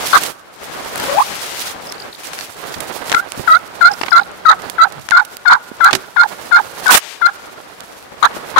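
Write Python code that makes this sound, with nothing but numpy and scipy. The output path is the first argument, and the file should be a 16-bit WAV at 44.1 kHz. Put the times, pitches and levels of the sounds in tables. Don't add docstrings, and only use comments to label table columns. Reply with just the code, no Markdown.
import sys
import numpy as np
from scipy import signal
from scipy.fft import rfft, irfft, next_fast_len
from scipy.io import wavfile
from scipy.ndimage import map_coordinates

SR = 44100
rng = np.random.default_rng(int(sys.argv[2]) if len(sys.argv) > 2 else 0)


def unload_wav(signal):
    wavfile.write(
        sys.argv[1],
        SR,
        np.round(np.clip(np.atleast_2d(signal).T, -1, 1) * 32767).astype(np.int16),
    )


N = 378819
TIME_S = np.arange(N) / SR

# start in seconds, loud part in seconds, soft tail in seconds, held pitch in Hz,
# left level in dB, right level in dB, seconds until the note breaks, rasp after the break from 0 to 1.
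YELPS = [(3.136, 0.046, 0.063, 669.5, -2.5, -5.5, 0.081, 0.1),
         (3.472, 0.078, 0.014, 643.5, -1, 2.5, 0.058, 0.15),
         (3.806, 0.061, 0.041, 681.6, 0.5, 5, 0.053, 0.24),
         (4.115, 0.064, 0.027, 673.7, 0.5, 3.5, 0.038, 0.5),
         (4.449, 0.065, 0.012, 633, -0.5, 4.5, 0.041, 1), (4.778, 0.053, 0.027, 651, -0.5, 3, 0.045, 0.6),
         (5.114, 0.074, 0.023, 692.5, -0.5, 2, 0.044, 0.51),
         (5.452, 0.086, 0.021, 712.7, 0.5, 2, 0.042, 0.97),
         (5.803, 0.0796, 0.017, 674.7, 1, 1, 0.048, 0.56),
         (6.162, 0.058, 0.025, 700.2, -0.5, 4.5, 0.051, 0.74),
         (6.510, 0.064, 0.017, 701.6, 0.5, 3.5, 0.055, 0.68),
         (6.856, 0.047, 0.053, 732, 1, 2.5, 0.033, 0.95), (7.212, 0.068, 0.016, 684, -1, -8, 0.046, 0.41)]
# start in seconds, length in seconds, first pitch in Hz, last pitch in Hz,
# left level in dB, right level in dB, rasp from 0 to 1.
CLUCKS = [(0.129, 0.0378, 525, 790, 1, 4.5, 0.95), (8.224, 0.032, 556.6, 892, 4, 7, 0.9),
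          (8.559, 0.035, 516, 844, 0, 13, 0.83)]
# time in seconds, mean pitch in Hz, left level in dB, right level in dB.
WHINE = [(1.06, 530, -30, -38), (1.095, 542.6, -13, -24), (1.14, 592.5, -15, -13), (1.17, 712, -12, -18),
         (1.187, 886, 3.5, 2.5), (1.204, 1164, -8, -5), (1.212, 1200, -42.5, -20)]
# frequency in Hz, gain in dB.
THROAT = [(200, -47), (400, -37.5), (690, -29.5), (790, -26), (930, -8.5), (1150, -2), (1350, -0.5),
          (1520, -5), (1700, -11.5), (2100, -20.5), (2800, -42), (3700, -28.5), (4300, -38.5),
          (7000, -51.5), (12000, -61.5)]
# time in seconds, left level in dB, right level in dB.
CRUNCH = [(6.884, -45, -12), (6.893, -27, 5), (6.91, -5, 10.5), (6.917, -28, 9), (6.923, -5, 9),
          (6.935, -39, 12), (6.944, 6, 11), (6.957, 9, 25.5), (6.965, -21, 9.5), (6.985, -55, -10)]
# frequency in Hz, density in dB per Hz.
CRUNCH_SPECTRUM = [(30, -42), (300, -16.5), (900, -5), (2500, -8), (5000, -12), (9000, -10.5),
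                   (15500, -15.5)]
# start in seconds, decay constant in seconds,
# left level in dB, right level in dB (both before SNAP_GAIN_DB), low-pass cutoff in Hz.
SNAPS = [(.155, 0.0091, -29, -3.5, 9000), (.214, 0.005, -28, -8.5, 11600), (.937, 0.0014, -33, -8.5, 14000),
         (.957, 0.0033, -32, -15, 14000), (.978, 0.0033, -31, -13, 12000), (1.096, 0.00335, -14, -25, 2000),
         (2.251, 0.0025, -20, -19, 7000), (2.333, 0.0034, -16, -40, 7050),
         (2.389, 0.0015, -13, -12.5, 5700), (2.720, 0.0047, -21, -12.5, 3760),
         (2.784, 0.0033, -26, -11, 12000), (3.097, 0.0029, -10, -3, 5500), (3.117, 0.003, -7, -21, 1450),
         (3.126, 0.0018, 2, 5.5, 3000), (3.896, 0.0029, -42, -21, 7840), (3.995, 0.0014, -36.5, -10, 2420),
         (4.013, 0.0034, -7, -5, 1900), (4.042, 0.0023, -37, -32, 7000), (4.062, 0.0052, -14, -11.5, 2480),
         (4.599, .003, -36, -23, 10000), (4.678, 0.0021, -39, -10.5, 15100),
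         (4.902, 0.0029, -32, -20.5, 10140), (5.088, 0.0015, -5, -0.5, 3900),
         (5.229, 0.0041, -46, -19.5, 12900), (5.348, 0.0013, -34, -14, 12100),
         (5.824, 0.0028, -29, -0.5, 12000), (5.909, 0.0057, -8.5, 3.5, 3520),
         (5.930, 0.0052, -30, -2, 7800), (5.944, 0.0064, -23, -22, 8000), (6.846, 0.0025, -37, -8.5, 7000),
         (6.860, 0.0025, -18, -5.5, 7750)]
# start in seconds,
# length in seconds, rub level in dB, hiss level in dB (before HISS_GAIN_DB), left minus right in dB.
SWISHES = [(0.0, 0.16, -26.5, -27.5, -4), (0.128, 0.15, -26.5, -31, -4.5), (0.602, 0.14, -33, -43, 2.5),
           (0.714, 0.28, -27.5, -38.5, -1), (0.59, 11, -43, -52, -4.5), (0.985, 0.18, -23, -30.5, -0.5),
           (1.181, 0.52, -32, -32.5, 2.5), (1.697, 0.39, -32.5, -46, 0.5), (2.185, 0.29, -35.5, -38, -3.5),
           (2.564, 0.42, -31, -42.5, -9), (2.714, 2.3, -39, -59.5, -11.5), (3.039, 0.13, -26.5, -37.5, -8),
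           (3.31, 0.24, -36, -43.5, -8.5), (3.716, 0.22, -34, -49, -5), (3.95, 0.23, -38, -50, -13),
           (4.3, 0.045, -37, -68, 11), (4.602, 0.12, -36.5, -48.5, -10), (5.78, 0.26, -36.5, -47, -1),
           (6.272, 0.425, -35.5, -45, -8), (6.753, .18, -30, -38, -10.5), (6.989, 0.16, -60, -40.5, 12.5),
           (7.17, 0.31, -57, -55, 14), (7.36, 0.25, -38.5, -53, -4.5), (7.63, 0.31, -43.5, -54, -6),
           (8.199, 0.49, -31, -45.5, -10)]
# frequency in Hz, density in dB per Hz.
RUB_SPECTRUM = [(30, -18.5), (100, -8.5), (250, -5.5), (450, -1.5), (800, -1.5), (1500, -5), (2500, -13.5),
                (4500, -20), (15000, -72.5)]
HISS_LEFT_SPECTRUM = [(30, -55.5), (800, -2.5), (2200, 2), (4000, -1), (6500, -4.5), (10000, -11),
                      (15500, -19.5)]
HISS_RIGHT_SPECTRUM = [(30, -45), (800, -15.5), (2200, 1), (4500, 2), (7000, -0.5), (11000, -1),
                       (15500, -6)]
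# start in seconds, decay constant in seconds,
# left level in dB, right level in dB, low-pass cutoff in Hz.
BUMPS = [(2.76, 0.043, -30.5, -33, 151), (3.375, 0.0092, -19, -12.5, 447), (4.635, 0.011, -28, -20, 800),
         (4.98, 0.052, -38, -49, 139.4), (5.695, 0.0032, -37, -17.5, 298), (5.91, 0.0059, -40, -2.5, 940),
         (5.93, 0.011, -28, -14.5, 354), (8.12, 0.0059, -21, -28, 800), (8.365, 0.013, -18, -31, 905)]
# centre in seconds, level in dB.
CHIPS = [(1.872, -23.5), (1.899, -22), (1.925, -28), (1.982, -30), (2.002, -22), (2.13, -23.5), (2.40, -26),
         (2.73, -34), (3.896, -37), (3.917, -16), (4.014, -21), (4.11, -16), (4.161, -20), (4.214, -24.5),
         (4.643, -31)]
# frequency in Hz, density in dB per Hz.
WOOD_SPECTRUM = [(30, -22), (400, 11), (1400, 2.5), (3000, 6), (6500, 0.5), (10000, -18), (15500, -10.5)]
# time in seconds, mean pitch in Hz, level in dB.
DRONE = [(3.6, 180, -53), (3.9, 182.4, -47), (4.85, 180.6, -48.5), (4.94, 164, -47.5), (4.98, 127, -30.5),
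         (5.03, 121.7, -58)]

SNAP_GAIN_DB, HISS_GAIN_DB = -0.5, 6.0
SWISH_ATTACK_S, SWISH_RELEASE_S = 0.027, 0.019
TICKS_PER_S, TICK_DECAY_S, TICK_CUTOFF_HZ = 4.5, 0.0011, 10000
TICK_MEAN_DB, TICK_LEFT_MINUS_RIGHT_DB, TICK_SPREAD_DB = -37, -20, 6
KNOCK_START_S, KNOCK_HZ, KNOCK_DECAY_S = 5.925, 381, 0.026
KNOCK_LEFT_DB, KNOCK_RIGHT_DB = -21, -17.5
RIGHT_LATE_S, CUTOFF_HZ = 0.0207, 15700


def from_db(db):
    return 10 ** (np.asarray(db) / 20)


def rms_one(x):
    return x / np.sqrt(np.mean(x ** 2) + 1e-20)


def in_time(rows):
    times_s, *columns = np.transpose(rows)
    return np.array([np.interp(TIME_S, times_s, column) for column in columns])


def during(rows):
    return (TIME_S > rows[0][0]) & (TIME_S < rows[-1][0])


def at_hz(spectrum, hz):
    points_hz, points_db = np.array(spectrum).T
    return np.interp(np.log(hz), np.log(points_hz), points_db)


def colour(x, spectrum):
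    size = next_fast_len(len(x))
    bins_hz = np.linspace(1, SR / 2, size // 2 + 1)
    shaped = rfft(x, size) * from_db(at_hz(spectrum, bins_hz))
    return rms_one(irfft(shaped, size)[:len(x)])


def wander(rate_hz, size):
    knots = rng.standard_normal(size // 40 + 4)
    return map_coordinates(knots, [np.arange(size) * rate_hz / SR], order=2, mode="mirror")


def step(x):
    return .5 + .5 * np.tanh(x)


def panned(left_minus_right_db):
    return np.array([left_minus_right_db, -left_minus_right_db]) / 2


def add(out, start_s, sound, levels_db):
    at = round(start_s * SR)
    part = (from_db(levels_db)[:, None] * sound)[:, :N - at]
    out[:, at:at + part.shape[1]] += part


def reed(pitch_hz, rasp, opening, jitter=0.0074, leap_log=0.32, leap_rate_hz=170, flutter_db=2.0,
         air=0.051, rasp_air=0.43, open_db=23.5, hollow_db=12.0, gulp_db=7.5):
    size = len(pitch_hz)
    leaping = rasp * step(2 * wander(leap_rate_hz, size) - .5)
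    pitch_hz = pitch_hz * np.exp(jitter * wander(391, size) + leap_log * leaping)
    phase = 2 * np.pi * np.cumsum(pitch_hz) / SR
    fundamental_db = at_hz(THROAT, pitch_hz) + open_db * opening + gulp_db * leaping
    gains = [np.minimum(from_db(fundamental_db), 1)]
    for k in range(2, 9):
        gains.append(from_db(at_hz(THROAT, k * pitch_hz) - hollow_db * opening))
    heard = []
    for side in range(2):
        tone = 0
        for k, gain in enumerate(gains, 1):
            tone = tone + gain * np.sin(k * phase + rng.uniform(0, 2 * np.pi))
        flutter = from_db(flutter_db * (rasp + 1.42) * wander(126.3, size))
        breath = colour(rng.standard_normal(size), THROAT)
        heard.append(tone * flutter + (air + rasp_air * rasp) * breath)
    return np.array(heard)


def yelps(scoop=0.82, scoop_s=0.004, end_rise=0.179, rise_s=0.01624, tail_db=-15.0, fall_s=0.0047,
          left_attack_s=0.0022, right_attack_s=0.0067, push_db=17.0, push_s=0.0042,
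          tail_leap=0.26, tail_rasp=0.536):
    out = np.zeros((2, N))
    attack_s = np.array([[left_attack_s], [right_attack_s]])
    for start_s, loud_s, tail_s, hz, left_db, right_db, break_s, rasp in YELPS:
        t = TIME_S[:int((loud_s + tail_s + .02) * SR)]
        held = step((loud_s - t) / fall_s)
        opening = np.clip((t - loud_s) / tail_s, 0, 1)
        slide = tail_leap * rasp * step((t - loud_s - .003) / 0.00045) * (1 - opening)
        squeak = scoop * np.exp(-t / scoop_s)
        rise = end_rise * step((t - loud_s) / rise_s)
        pitch_hz = hz * (1 + squeak + rise + slide)
        attack = step(t / attack_s - 2) * from_db(push_db * np.exp(-t / push_s))
        ending = step((loud_s + tail_s - t) / 0.0033)
        effort = attack * (held + from_db(tail_db) * (1 - held)) * ending
        rasp_left = held + tail_rasp * (1 - held) * (1 - opening)
        broken = rasp * step((t - break_s) / 0.0049) * rasp_left
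        throat_opening = opening ** 0.53 * min(.3 + 2.9 * rasp, 1)
        add(out, start_s, effort * reed(pitch_hz, broken, throat_opening), [left_db, right_db])
    return out


def clucks(edge_s=0.0023, grit=0.68, lurch=0.144, gape=0.4):
    out = np.zeros((2, N))
    for start_s, length_s, first_hz, last_hz, left_db, right_db, rasp in CLUCKS:
        t = TIME_S[:int((length_s + .01) * SR)]
        along = np.minimum(t / length_s, 1)
        effort = step(2 * (t - edge_s) / edge_s) * step((length_s - t) / edge_s)
        rough = rasp * step((.7 - along) / 0.12)
        sweep_hz = first_hz + (last_hz - first_hz) * along ** 1.543
        pitch_hz = sweep_hz * np.exp(lurch * rough * wander(247.3, len(t)))
        noise = colour(rng.standard_normal(len(t)), THROAT)
        voice = reed(pitch_hz, rough, gape * rough) + grit * rough * noise
        add(out, start_s, effort * voice, [left_db, right_db])
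    return out


def whine(jitter=0.0362):
    pitch_hz, *levels_db = in_time(WHINE)
    phase = 2 * np.pi * np.cumsum(pitch_hz * (1 + jitter * wander(300, N))) / SR
    hoarse = .4 * (pitch_hz.min() / pitch_hz) ** 3 * (1 + .7 * wander(300, N))
    tone = np.sin(phase) + hoarse * np.sin(2 * phase)
    return during(WHINE) * tone * from_db(np.array(levels_db) + 2 * wander(150, N))


def friction(spectrum, grain_db, patchy_db):
    unevenness_db = grain_db * wander(900, N) + patchy_db * wander(45, N)
    return colour(rng.standard_normal(N) * from_db(unevenness_db), spectrum)


def crunch(left_cutoff_hz=4500):
    left, right = [friction(CRUNCH_SPECTRUM, grain_db=2.5, patchy_db=1.5) for side in range(2)]
    low_pass = signal.butter(1, left_cutoff_hz, fs=SR, output="sos")
    left = rms_one(signal.sosfilt(low_pass, left))
    return during(CRUNCH) * from_db(in_time(CRUNCH)) * np.array([left, right])


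def bursts(rows, low_hz):
    out = np.zeros((2, N))
    t = TIME_S[:SR // 5]
    high_pass = signal.butter(1, low_hz, "high", fs=SR, output="sos")
    for start_s, decay_s, left_db, right_db, cutoff_hz in rows:
        low_pass = signal.butter(2, min(cutoff_hz, .45 * SR), fs=SR, output="sos")
        noise = signal.sosfilt(low_pass, rng.standard_normal((2, len(t))))
        noise = signal.sosfilt(high_pass, noise)
        add(out, start_s, rms_one(noise) * np.exp(-t / decay_s), [left_db, right_db])
    return out


def snaps():
    return from_db(SNAP_GAIN_DB) * bursts(SNAPS, low_hz=500)


def rustle(rest_rub_db=-42.0, rest_hiss_db=-54.5):
    rub_power, hiss_power = from_db(rest_rub_db) ** 2, from_db(rest_hiss_db) ** 2
    for start_s, length_s, rub_db, hiss_db, left_minus_right_db in SWISHES:
        swell = step((TIME_S - start_s) / SWISH_ATTACK_S)
        fade = step((start_s + length_s - TIME_S) / SWISH_RELEASE_S)
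        power = swell * fade * from_db(panned(left_minus_right_db))[:, None] ** 2
        rub_power = rub_power + power * from_db(rub_db) ** 2
        hiss_power = hiss_power + power * from_db(hiss_db) ** 2
    rub = [friction(RUB_SPECTRUM, grain_db=2.5, patchy_db=2.5) for side in range(2)]
    hiss = [friction(HISS_LEFT_SPECTRUM, grain_db=1.5, patchy_db=-0.05),
            friction(HISS_RIGHT_SPECTRUM, grain_db=2.5, patchy_db=4.0)]
    return np.sqrt(rub_power) * rub + from_db(HISS_GAIN_DB) * np.sqrt(hiss_power) * hiss


def bumps():
    return bursts(BUMPS, low_hz=172)


def knock():
    out, t = np.zeros((2, N)), TIME_S[:SR // 3]
    ring = np.sin(2 * np.pi * KNOCK_HZ * t) * np.exp(-t / KNOCK_DECAY_S)
    add(out, KNOCK_START_S, ring, [KNOCK_LEFT_DB, KNOCK_RIGHT_DB])
    return out


def ticks():
    count = round(TICKS_PER_S * N / SR)
    times_s = rng.uniform(0, TIME_S[-1], count)
    spread_db = TICK_SPREAD_DB * rng.standard_normal((count, 2))
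    levels_db = TICK_MEAN_DB + panned(TICK_LEFT_MINUS_RIGHT_DB) + spread_db
    rows = [(start_s, TICK_DECAY_S, left_db, right_db, TICK_CUTOFF_HZ)
            for start_s, (left_db, right_db) in zip(times_s, levels_db)]
    return bursts(rows, low_hz=500)


def wood(near, t60_s=0.93, build_s=0.037, echo_db=-34):
    t = TIME_S[:SR]
    shape = (1 - np.exp(-t / build_s)) * from_db(-60 * t / t60_s)
    heard = []
    for side in range(2):
        echo = rms_one(colour(rng.standard_normal(SR), WOOD_SPECTRUM) * shape) / np.sqrt(SR)
        heard.append(signal.fftconvolve(near[0], echo)[:N])
    return from_db(echo_db) * np.array(heard)


def songbird(top_hz=5200, bottom_hz=4400, length_s=.009, spread=0.093, scratch=0.071):
    out, t = np.zeros((2, N)), TIME_S[:int(length_s * SR)]
    for centre_s, level_db in CHIPS:
        detune = 1 + spread * rng.standard_normal() + scratch * wander(930, len(t))
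        pitch_hz = np.geomspace(top_hz, bottom_hz, len(t)) * detune
        chip = np.sin(2 * np.pi * np.cumsum(pitch_hz) / SR) * np.hanning(len(t))
        add(out, centre_s - length_s / 2, chip, [level_db, level_db])
    return out


def drone(waver=0.0068):
    pitch_hz, level_db = in_time(DRONE)
    phase = 2 * np.pi * np.cumsum(pitch_hz * (1 + waver * wander(6.3, N))) / SR
    return during(DRONE) * from_db(level_db) * np.sin(phase)


def scene():
    near = yelps() + clucks() + whine() + crunch() + snaps()
    handling = rustle() + bumps() + knock() + ticks()
    return near + wood(near) + handling + songbird() + drone()


def limiter(x, threshold_db=6.5, release_db_per_s=115.0, attack_s=.007):
    over_db = np.maximum(20 * np.log10(np.abs(x) + 1e-9) - threshold_db, 0)
    release_db = release_db_per_s * TIME_S
    held_db = np.maximum.accumulate(over_db + release_db, axis=1) - release_db
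    pole = np.exp(-1 / (attack_s * SR))
    reduction_db = signal.lfilter([1 - pole], [1, -pole], held_db)
    return x * from_db(-reduction_db)


def record(dry):
    top, hardness = 1.06, 8
    x = limiter(dry)
    x = x / (1 + np.abs(x / top) ** hardness) ** (1 / hardness)
    late = round(RIGHT_LATE_S * SR)
    right = np.pad(x[1], (late, 0), mode="reflect")[:N]
    low_pass = signal.ellip(10, .1, 70, CUTOFF_HZ, fs=SR, output="sos")
    return signal.sosfilt(low_pass, np.array([x[0], right]))


dry = scene()
out = record(dry)
unload_wav(out)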